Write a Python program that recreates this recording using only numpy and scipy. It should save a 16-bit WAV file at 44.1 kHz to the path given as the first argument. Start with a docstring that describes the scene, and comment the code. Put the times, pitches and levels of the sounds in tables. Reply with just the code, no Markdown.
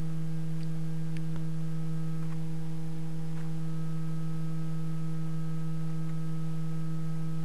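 """A steady hum with a thin whine: two lead-screw stepper motors lower the gantry of a small 3D printer
at constant speed, on a desk in a quiet room. Their steps force the frame to vibrate at the step rate and
its harmonics. For a while the load shifts, the whine drops out and a lower buzz takes over. A few ticks
and one soft knock ring as damped modes, and nuts scrape faintly on their threads, over room noise,
mains hum and microphone hiss."""
import sys
import numpy as np
from scipy import signal
from scipy.fft import rfft, irfft
from scipy.io import wavfile

SR = 44100
rng = np.random.default_rng(int(sys.argv[2]) if len(sys.argv) > 2 else 0)


def transcribe(u):
    """Save the signal u as a 16-bit wav file named by the first command-line argument.

    u: samples, shape (n,) or (channels, n), limited to [-1, 1]; the rate is SR.
    q: integer samples, one column per channel.
    """
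    v = np.clip(np.atleast_2d(u).T, -1, 1)
    q = np.round(v * 32767).astype(np.int16)
    wavfile.write(sys.argv[1], SR, q)


N = 328345
TIME = np.arange(N) / SR
TOP_HZ = 13270


def undb(db):
    """The decibel scale: 20 dB is a tenfold amplitude."""
    return 10 ** (np.asarray(db) / 20)


def walk(rate_hz):
    """Low-pass noise: a smooth random fluctuation with unit standard deviation."""
    hz = np.arange(N // 2 + 1) * SR / N
    drift = irfft(rfft(rng.standard_normal(N)) / (1 + (hz / rate_hz) ** 4), N)
    return (drift - drift.mean()) / drift.std()


def colour(noise, spectrum):
    """Spectral shaping by (frequency [Hz], relative level [dB]) points, scaled to unit rms."""
    hz, db = np.transpose(spectrum)
    bin_hz = np.maximum(np.arange(N // 2 + 1) * SR / N, 1)
    gain = undb(np.interp(np.log(bin_hz), np.log(hz), db))
    shaped = irfft(rfft(noise) * gain, N)
    return shaped / shaped.std()


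def tone(cycles, rms_db, scatter_cycles=1):
    """Simple harmonic motion with a random phase offset."""
    offset = scatter_cycles * (rng.random() - .5)
    return np.sqrt(2) * undb(rms_db) * np.cos(2 * np.pi * (cycles + offset))


def ramp(start_s, length_s):
    """A linear transition from 0 to 1."""
    return np.clip((TIME - start_s) / length_s, 0, 1)


def motor_load(hum_db=-34.5, whine_db=-59.7, shift_whine_db=-14.5):
    """Mechanical loading: the gantry's weight shifts on the screws, weakens the whine and settles back."""
    # slow lulls and swells: (time [s], half width [s], hum change [dB], whine change [dB])
    swells = [(.85, 0.92, -0.2, -13), (1.97, .09, 0.8, 0), (2.14, 0.18, 0.5, 1), (2.93, .56, -2.5, 2)]
    shift = ramp(2.21, length_s=0.14) - ramp(3.49, length_s=0.21)
    whine_db += shift_whine_db * shift
    for centre_s, width_s, hum_change_db, whine_change_db in swells:
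        swell = np.exp(-((TIME - centre_s) / width_s) ** 2)
        hum_db += hum_change_db * swell
        whine_db += whine_change_db * swell
    return shift, hum_db, whine_db


def motors(step_hz=160.03, microsteps=8, throb_hz=6.4):
    """Forced vibration: each step tugs at the frame, which scatters the higher harmonics in phase."""
    # overtones: (multiple of the step rate, level [dB], change under shifted load [dB], waver [dB])
    overtones = [(2, -50.5, 0, 0.94), (3, -57, 0.5, 0.5), (4, -73, -2, 3), (5, -67.5, 3.5, 1),
                 (6, -78.5, 9, 0.5), (7, -79.5, -7, 3), (10, -68, -6, 1), (12, -80.5, 4, 1),
                 (14, -83.5, 0, 3), (32, -80.5, 2.5, 1)]
    shift, hum_db, whine_db = motor_load()
    # the rotors lag a little as the friction varies
    steps = step_hz * TIME + rng.random() + 0.004 * walk(2.9) + 0.002 * walk(25)
    # the turning screws load the motors unevenly, so the hum throbs slightly
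    throb_db = 0.46 * np.cos(2 * np.pi * throb_hz * (TIME - .06))
    hum = tone(steps, hum_db + throb_db, scatter_cycles=0)
    for multiple, db, shift_db, waver_db in overtones:
        level_db = db + shift_db * shift + waver_db * walk(6.2)
        hum += tone(multiple * steps, level_db, scatter_cycles=0.081 * multiple)
    whine = tone(microsteps * steps, whine_db + 0.26 * walk(6))
    return hum + whine


def room(noise_db=-51.5, swell_db=0.13):
    """Superposition: a continuous spectrum of rumble and hiss, with lines of mains hum and thin tones."""
    # room noise and microphone hiss: (frequency [Hz], relative spectral density [dB])
    spectrum = [(15, 11.5), (30, 12.5), (60, 5), (110, 1.5), (250, -0.5), (450, -3), (700, -5.5),
                (1300, -9), (2200, -12.5), (3200, -15), (5500, -18.5), (9000, -20), (10500, -21),
                (13000, -25)]
    # steady electrical tones: (frequency [Hz], level [dB])
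    tones = [(50, -56), (205.5, -68.5), (3000, -80), (5200, -87.5), (6000, -86), (10401, -93)]
    noise = colour(rng.standard_normal(N), spectrum) * undb(noise_db + swell_db * walk(4.3))
    return noise + sum(tone(hz * TIME, db) for hz, db in tones)


def ring(start_s, modes):
    """Free vibration: struck modes (frequency [Hz], level [dB], t60 [s]) decay exponentially."""
    out = np.zeros(N)
    first = int(start_s * SR)
    t = TIME[:min(SR // 2, N - first)]
    for hz, db, t60 in modes:
        if hz < TOP_HZ:
            decay = np.exp(-np.log(1000) * t / t60)
            out[first:first + len(t)] += undb(db) * np.sin(2 * np.pi * hz * t) * decay
    return out


def ticks(corner_ratio=0.54, top_hz=9500):
    """Impulse response: a small part of the frame slips and rings, radiating little below its lowest mode."""
    # slips, each with its lowest mode: (time [s], level [dB], frequency [Hz], t60 [s])
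    slips = [(.567, -47, 2000, .003), (.5785, -45, 2200, .003), (0.6076, -38, 2500, .004),
             (.613, -38, 2600, 0.002), (.6178, -40, 2210, 0.0025), (0.6322, -35.5, 4600, 0.0074),
             (1.168, -24.5, 2520, 0.0027), (1.1696, -37.5, 1780, .008), (1.3622, -40, 3400, .005),
             (5.904, -44, 1100, .007), (6.094, -42.5, 2100, .006)]
    # modes relative to the lowest: (frequency ratio, level [dB], t60 ratio)
    tick_modes = [(1, 0, 1), (1.82, -13.5, 1.8), (3.58, -12.5, 1.7)]
    out = np.zeros(N)
    for start_s, db, hz, t60 in slips:
        modes = [(hz * ratio, db + mode_db, t60 * hold) for ratio, mode_db, hold in tick_modes]
        radiation = signal.butter(4, [corner_ratio * hz, top_hz], "bandpass", fs=SR, output="sos")
        out += signal.sosfilt(radiation, ring(start_s, modes) + 1e-18)
    return out


def knock(start_s=1.3613, level_db=-32.5):
    """Modal damping: the upper modes of a dull bump die quickly and leave a short low swing."""
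    # modes of the knock: (frequency [Hz], relative level [dB], t60 [s])
    modes = [(22, -3, 0.18), (64.5, -4, 0.063), (142, 13, 0.0065), (550, -5, 0.015), (950, -7, 0.015),
             (1370, -5, 0.011)]
    return ring(start_s, [(hz, level_db + db, t60) for hz, db, t60 in modes])


def scrapes(grain_db=3):
    """Sliding friction: nuts rub on the threads in short runs of uneven grains."""
    # bell-shaped bursts of rubbing: (time [s], half width [s], level [dB])
    rubs = [(2.231, 0.013, -53), (2.256, .012, -54), (2.311, 0.022, -56), (2.329, 0.013, -52.5),
            (3.376, .018, -53), (3.399, 0.026, -51.5), (3.442, 0.059, -59.5), (5.903, .01, -52.5),
            (6.095, .012, -55)]
    # friction noise: (frequency [Hz], relative spectral density [dB])
    spectrum = [(300, -15), (700, -5), (1100, 5), (1600, -0.5), (2400, -3.5), (3600, -16.5), (8000, -16.5),
                (13000, -32)]
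    envelope = sum(undb(db) * np.exp(-2 * ((TIME - at) / width) ** 2) for at, width, db in rubs)
    grains = rng.standard_normal(N) * undb(grain_db * walk(360))
    return envelope * colour(grains, spectrum)


def scene():
    """Sound pressures from the printer and its room add at one microphone."""
    return (motors() + ticks() + knock() + scrapes() + room())[None]


def record(dry, dc_offset=.0386):
    """Band limiting: a steep low-pass cuts the top treble, and a small constant offset is added."""
    low_pass = signal.ellip(12, .1, 80, TOP_HZ, fs=SR, output="sos")
    return signal.sosfilt(low_pass, dry) + dc_offset


dry = scene()
out = record(dry)
transcribe(out)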